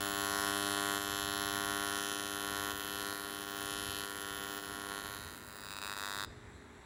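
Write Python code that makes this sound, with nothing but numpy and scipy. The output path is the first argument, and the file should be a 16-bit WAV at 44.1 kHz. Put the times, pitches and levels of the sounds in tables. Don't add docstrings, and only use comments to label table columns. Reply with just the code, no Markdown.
import sys
import numpy as np
from scipy import signal
from scipy.fft import rfft, irfft
from scipy.io import wavfile
from scipy.ndimage import uniform_filter1d

SR = 44100
rng = np.random.default_rng(int(sys.argv[2]) if len(sys.argv) > 2 else 0)


def volts(x):
    e = np.asarray(x, float) / 20
    return 10 ** e


def dump(signal):
    limited = np.clip(np.atleast_2d(signal).T, -1, 1)
    pcm = np.round(limited * 32767).astype(np.int16)
    wavfile.write(sys.argv[1], SR, pcm)


N = 302085
HZ = np.fft.rfftfreq(N, 1 / SR)
CYCLE_S, CYCLES, STRIKE_S, RETURN_S = 441.015 / 44100, 625, .006562, .009022

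# (time [s], current [dB], lean towards the strike and away from the return [dB])
PEDAL_MOVES = [(0, -33.5, -1.5), (.45, -32, -1.5), (.95, -32.5, -2.5), (1.6, -33, -2), (1.95, -33.5, 0),
               (2.25, -37, 0), (2.6, -35.5, -1.5), (3.1, -35.5, 0.5), (3.45, -39.5, -3.5), (3.7, -36, -1.5),
               (4.0, -38, 1.5), (4.5, -38.5, -1.5), (4.95, -39, -4.5), (5.2, -44, -1.5), (5.45, -52.5, 2.5),
               (5.62, -51.5, 6.5), (5.8, -44, 7.5), (6.25, -43.5, 8)]
# (time [s], strike [dB], return [dB])
ROD_DIPS = [
    (.98, -3, -3.5),
    (2.72, -2, -5.5),
    (3.13, -2, -2.5),
    (4.05, -2, -4.5),
    (4.59, -1, -5),
]
# (time [s], level [dB])
ODD_CYCLES = [(2.78, -3), (3.11, -3), (3.45, -5), (4.61, -5), (4.70, 3), (4.82, -4), (4.87, -6), (4.91, 3),
              (4.97, 3), (5.00, -4), (5.02, -5), (5.05, 4), (5.13, 3), (5.67, -4), (5.69, -3), (5.74, -4),
              (5.75, -4), (5.77, -3), (5.79, -8), (5.80, -10), (5.88, -4), (5.94, -7), (5.95, -6)]
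# (time [s], echo off the filler hand [0-1], torch lift [0-1])
HANDS = [
    (0, 0, 0),
    (1.0, 0, 0),
    (1.3, 0.3, 0.04),
    (2.0, 0.6, 0.06),
    (3.5, 0.9, 0.09),
    (4.8, 1, 0.14),
    (5.2, 1, 0.47),
    (5.7, 0.3, 1),
]
# (pitch [Hz], width [Hz], strike [dB], return [dB])
GAP_TORCH_LOW = [(369, 147, 2, -3), (1290, 1045, -4, 0), (3083, 890, -2.5, -6), (4205, 570, -4.5, -13),
                 (5095, 440, -11.5, -14.5), (5887, 1100, -12.5, -16), (6925, 440, -6.5, -9.5)]
# (pitch [Hz], width [Hz], level [dB])
GAP_TORCH_LIFTED = [(398, 63, -18), (1310, 1000, -0.5), (2640, 450, -5), (3730, 650, -2.5),
                    (4780, 340, -12), (5670, 1300, -13.5), (6940, 530, -23)]
# (pitch low [Hz], pitch lifted [Hz], width [Hz], level low [dB], level lifted [dB])
CUP_MODES = [(9150, 8600, 650, -23, 4.5), (9370, 9600, 740, -6.5, -5), (10320, 9200, 1400, -3, -21),
             (11100, 10880, 690, 0.1, -0.5), (12300, 11800, 700, -16, -7), (13500, 13300, 770, -12, -2),
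             (14700, 15200, 870, -6.5, -1.5), (15900, 19000, 300, -6, -12)]
# (frequency [Hz], level [dB])
FIZZ_COLOUR = [(200, 2), (600, 2), (1500, 11), (3000, 3), (6000, -3.5), (8500, -5), (11000, -50),
               (12800, -22), (15500, -16)]
# (frequency [Hz], time to fall 60 dB [s])
WALL_DECAY = [(300, 1), (1500, 0.49), (5000, 0.71), (14000, 0.031)]
# (frequency [Hz], level [dB per Hz])
HISS_COLOUR = [(450, 0), (700, -2.5), (1900, -2.5), (3000, -17), (3850, -9), (5100, -26.5), (5900, -17),
               (6500, -23), (7800, -12.5), (8600, -30), (9500, -21.5), (12600, -33), (14100, -52),
               (15400, -33)]
# (frequency [Hz], level [dB per Hz])
DRONE_COLOUR = [(110, -8), (200, -0.5), (300, -0.5), (450, -4.5)]
# (pitch [Hz], level [dB rms])
FAN_LINES = [(60, -87), (120, -78), (240, -66.5), (366, -72.5), (414, -67)]
# (start [s], length [s], level [dB])
FLOOR_THUDS = [(0.03, 0.21, -56), (0.337, 0.15, -64), (1.094, 0.26, -58), (1.429, 0.37, -61),
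               (2.5, 0.28, -62), (2.911, 0.12, -60), (3.273, 0.048, -68), (3.647, 0.34, -55.5),
               (4.18, 0.2, -61), (4.697, 0.044, -61), (5.053, 0.22, -57), (5.488, 0.167, -68),
               (6.18, 0.36, -55), (6.735, 0.086, -62)]


def arc():
    start = np.arange(CYCLES) * CYCLE_S
    current_db, lean_db = pedal(start)
    strike_db, return_db = current_db + lean_db, current_db - lean_db
    ring_db = -18.5 + 0.71 * current_db + 0.22 * lean_db
    when, *columns = np.transpose(HANDS)
    hand, lift = (np.clip(np.interp(start, when, c), 0, 1) for c in columns)
    weak = np.clip((-42 - ring_db) / 10, 0, 1) * (1 - .7 * lift)

    odd_db = np.zeros(CYCLES)
    for when, step_db in ODD_CYCLES:
        odd_db[round(when / CYCLE_S)] = step_db
    odd_strike_db = odd_db * lift
    odd_return_db = odd_db * (1 - lift)
    chance = rng.standard_normal((5, CYCLES))
    strike = volts(strike_db + odd_strike_db + (0.84 + .5 * weak) * chance[0])
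    back = volts(return_db + odd_return_db + (-0.44 + 0.58 * weak) * chance[1])
    ring = volts(ring_db + odd_strike_db + (0.96 + weak) * chance[2])
    jitter_s = 2e-6 + 5e-6 * weak
    on = start + STRIKE_S + jitter_s * chance[3]
    off = start + RETURN_S + jitter_s * chance[4]

    out = gap_snaps(on, off, strike, back, lift, weak)
    out += hand_echo(on, hand * strike)
    out += breath(on, return_db, lift)
    out += cup_rings(on, off, ring, lift, weak)
    out = flange_rattle(out)
    near = 0.034 * late(7.3) - 0.011 * late(6.1) + 0.079 * mode(10800, 2500) * late(9.6)
    out += through(out, near)
    return out + plasma_fizz(on, off, ring)


def pedal(start):
    REHEAT_S = 0.4
    when, *columns = np.transpose(PEDAL_MOVES)
    current_db, lean_db = (np.interp(start, when, c) for c in columns)
    for when, strike_dip_db, return_dip_db in ROD_DIPS:
        chill = (start > when) * np.exp(-abs(start - when) / REHEAT_S) / 2
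        current_db = current_db + chill * (strike_dip_db + return_dip_db)
        lean_db = lean_db + chill * (strike_dip_db - return_dip_db)
    return current_db, lean_db


def gap_snaps(on, off, strike, back, lift, weak):
    low, lifted, up = np.transpose(GAP_TORCH_LOW), np.transpose(GAP_TORCH_LIFTED), lift[:, None]
    hz = low[0] + up * (lifted[0] - low[0])
    hz = hz * (1 + 0.0072 * drift(count=len(GAP_TORCH_LOW), cycles=58))
    width = low[1] + up * (lifted[1] - low[1])
    sway_db = 1.63 * drift(count=len(GAP_TORCH_LOW), cycles=19.8)
    sway_db = sway_db + .6 * weak[:, None] * rng.standard_normal(hz.shape)
    strike_modes = hz, width, low[2] + up * (lifted[2] - low[2]) + sway_db
    return_modes = hz, 1.565 * width, low[3] + up * (lifted[2] - low[3]) + sway_db

    bounce_s = .00043 - 0.0001 * lift
    out = rings(on, 0.95 * strike, *strike_modes, rise_ms=0.052)
    out -= rings(on + bounce_s, (0.29 + 0.1 * lift) * strike, *strike_modes, rise_ms=0.049)
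    out -= rings(on + 0.000956, 0.12 * strike, *strike_modes, rise_ms=0.079)
    out -= rings(off, 0.82 * back, *return_modes, rise_ms=0.14)
    out += rings(off + bounce_s, 0.51 * back, *return_modes, rise_ms=0.29)
    return out


def hand_echo(on, size):
    echo = puff(0.029) * (late(0.629) - 0.053 * late(1.066))
    return through(clicks(on, size), echo, over=10)


def breath(on, return_db, lift):
    swell = volts(-23 + 0.63 * return_db) * (1 - lift)
    shape = 0.65 * puff(0.28) * late(-0.1)
    shape = shape - 0.86 * puff(0.22) * late(-0.22)
    shape = shape - 0.31 * puff(0.18) * late(1.913)
    return through(clicks(on, swell), shape, over=152)


def cup_rings(on, off, ring, lift, weak):
    hz_low, hz_up, width, db_low, db_up = np.transpose(CUP_MODES)
    count, up, loose = len(CUP_MODES), lift[:, None], weak[:, None]
    hz = (hz_low + up * (hz_up - hz_low)) * (1 + 0.0095 * drift(count=count, cycles=26))
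    flutter_db = (.15 + 1.2 * loose ** 2) * rng.standard_normal((CYCLES, count))
    sway_db = (1.6 + 2.5 * loose) * (1 - .7 * up) * drift(count=count, cycles=15) + flutter_db
    cup = hz, width + 0 * up, db_low + up * (db_up - db_low) + sway_db

    slip = (1.0e-6 + 6e-6 * weak ** 2) * rng.standard_normal(CYCLES)
    step = 6e-6 * drift(count=1, cycles=62)[:, 0]
    out = rings(on + slip + 0.0001957, 0.33 * ring, *cup, rise_ms=0.019)
    out += rings(on + slip + 0.0004743 + step, 1.44 * ring, *cup, rise_ms=0.061)
    out += rings(on + slip + 0.001 - step, 0.18 * ring, *cup, rise_ms=0.12)
    out -= rings(off + 0.00023, (0.73 - 0.28 * lift) * ring, *cup, rise_ms=0.087)
    return out


def flange_rattle(x):
    RATTLE_HZ, RATTLE = 4600, .72
    dull = 1 / (1 + (HZ / RATTLE_HZ) ** 6)
    hop = late(1000 / RATTLE_HZ)
    return through(x, dull + (1 - dull) * (RATTLE + hop) / (1 + RATTLE * hop))


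def plasma_fizz(on, off, ring):
    size = ring * volts(3.0 * rng.standard_normal(CYCLES))
    flares = clicks(on, size) + 0.7 * clicks(off, size)
    glow = through(flares, SR * 0.00096 / (1 + 2j * np.pi * HZ * 0.00097))
    glow += 0.3 * np.interp(np.arange(N) / SR, on, ring, right=0)
    colour = volts(read(FIZZ_COLOUR, HZ)) * (1 - 0.36 * late(0.411))
    fizz = evened(through(rng.standard_normal(N), colour))
    return volts(-3.5) * glow * fizz


def rings(s, level, hz, width, db, rise_ms):
    at = np.floor(s * SR).astype(int)[:, None] + np.arange(-8, 260)
    t = (at / SR - s[:, None])[:, None]
    hz, width = hz[..., None], width[..., None]
    decay = width * np.exp(-np.pi * width * t)
    waves = volts(db)[..., None] * decay * np.cos(2 * np.pi * hz * t)
    wave = waves.sum(1) * (1 + np.tanh(t[:, 0] * 1000 / rise_ms))
    wave *= 1 - 0.57 * np.exp(-abs(t[:, 0]) / 0.00032)
    wave *= (level * np.sqrt(88 / np.sum(wave ** 2, 1)))[:, None]
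    out = np.zeros(N + 300)
    np.add.at(out, at, wave)
    return out[:N]


def drift(count, cycles):
    wander = rng.standard_normal((CYCLES, count))
    for _ in range(2):
        wander = uniform_filter1d(wander, int(cycles), 0)
    return evened(wander)


def clicks(s, size):
    at = np.floor(s * SR).astype(int)[:, None] + np.arange(-12, 13)
    off = at - s[:, None] * SR
    out = np.zeros(N)
    np.add.at(out, at, size[:, None] * np.sinc(off) * np.cos(np.pi * off / 26) ** 2)
    return out


def puff(ms):
    return ms * np.exp(-2 * (np.pi * HZ * ms / 1000) ** 2)


def late(ms):
    return np.exp(-2j * np.pi * HZ * ms / 1000)


def mode(hz, width):
    return 1j * HZ * width / (hz ** 2 - HZ ** 2 + 1j * HZ * width)


def through(x, response, over=0):
    if over:
        response = response * np.sqrt(over / np.sum(irfft(response, N) ** 2))
    return irfft(rfft(x) * response, N)


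def read(points, hz):
    f, value = np.transpose(points)
    return np.interp(np.log(hz + 1), np.log(f + 1), value)


def evened(x):
    return x / np.sqrt(np.mean(x ** 2) + 1e-20)


def walls(x):
    hz, t, z = signal.stft(rng.standard_normal(SR // 2), SR, nperseg=256)
    decay_db = -60 * t / read(WALL_DECAY, hz)[:, None]
    tail = signal.istft(z * volts(decay_db), SR, nperseg=256)[1]
    tail[:round(.004 * SR)] = 0
    return signal.fftconvolve(x, tail / np.linalg.norm(tail))[:N]


def shop():
    return gas_and_air() + floor() + fans()


def gas_and_air():
    frames, hz = N // 256 + 5, np.fft.rfftfreq(1024, 1 / SR)
    a, b, patches = rng.standard_normal((frames, 513, 3)).T
    patches = evened(uniform_filter1d(uniform_filter1d(patches, 10, 0), 14, 1))
    drone_db = np.where(hz > 100, read(DRONE_COLOUR, hz) + 5.3, -60)
    colour_db = np.where(hz < 450, drone_db, read(HISS_COLOUR, hz))
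    z = (a + 1j * b) * volts(colour_db[:, None] + 1.4 * patches)
    return volts(-56) * evened(signal.istft(z, nperseg=1024, noverlap=768)[1][:N])


def floor():
    response = mode(81, 52) * mode(63, 85) * HZ / (HZ + 15)
    low = evened(through(rng.standard_normal(N), response))
    return volts(-2.0) * rumble(np.arange(N) / SR) * low


def rumble(t):
    RISE_S, FADE_S = 0.028, 0.041
    start, length, db = np.transpose(FLOOR_THUDS)[..., None]
    edge = np.minimum((t - start) / RISE_S, (start + length - t) / FADE_S)
    return volts(-62) + volts(db + 10 * np.clip(edge, -10, 0)).sum(0)


def fans():
    out = np.zeros(N)
    for hz, db in FAN_LINES:
        waver = evened(uniform_filter1d(uniform_filter1d(rng.standard_normal(N), 6000), 6000))
        phase = 2 * np.pi * np.cumsum(hz + .8 * waver) / SR
        out += volts(db + 3 + 1.5 * waver) * np.sin(phase)
    return out


def scene():
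    buzz = arc()
    return (buzz + volts(-19.0) * walls(buzz) + shop())[None]


def band_limit(x):
    return signal.sosfilt(signal.butter(12, 16990, fs=SR, output="sos"), x)


def record(dry):
    lowpass = signal.firwin(1023, 15860, window=("kaiser", 9), fs=SR)
    mix = signal.oaconvolve(dry, lowpass[None], "same")
    mix = signal.sosfilt(signal.butter(1, 8, "highpass", fs=SR, output="sos"), mix)
    return band_limit(mix)


dry = scene()
out = record(dry)
dump(out)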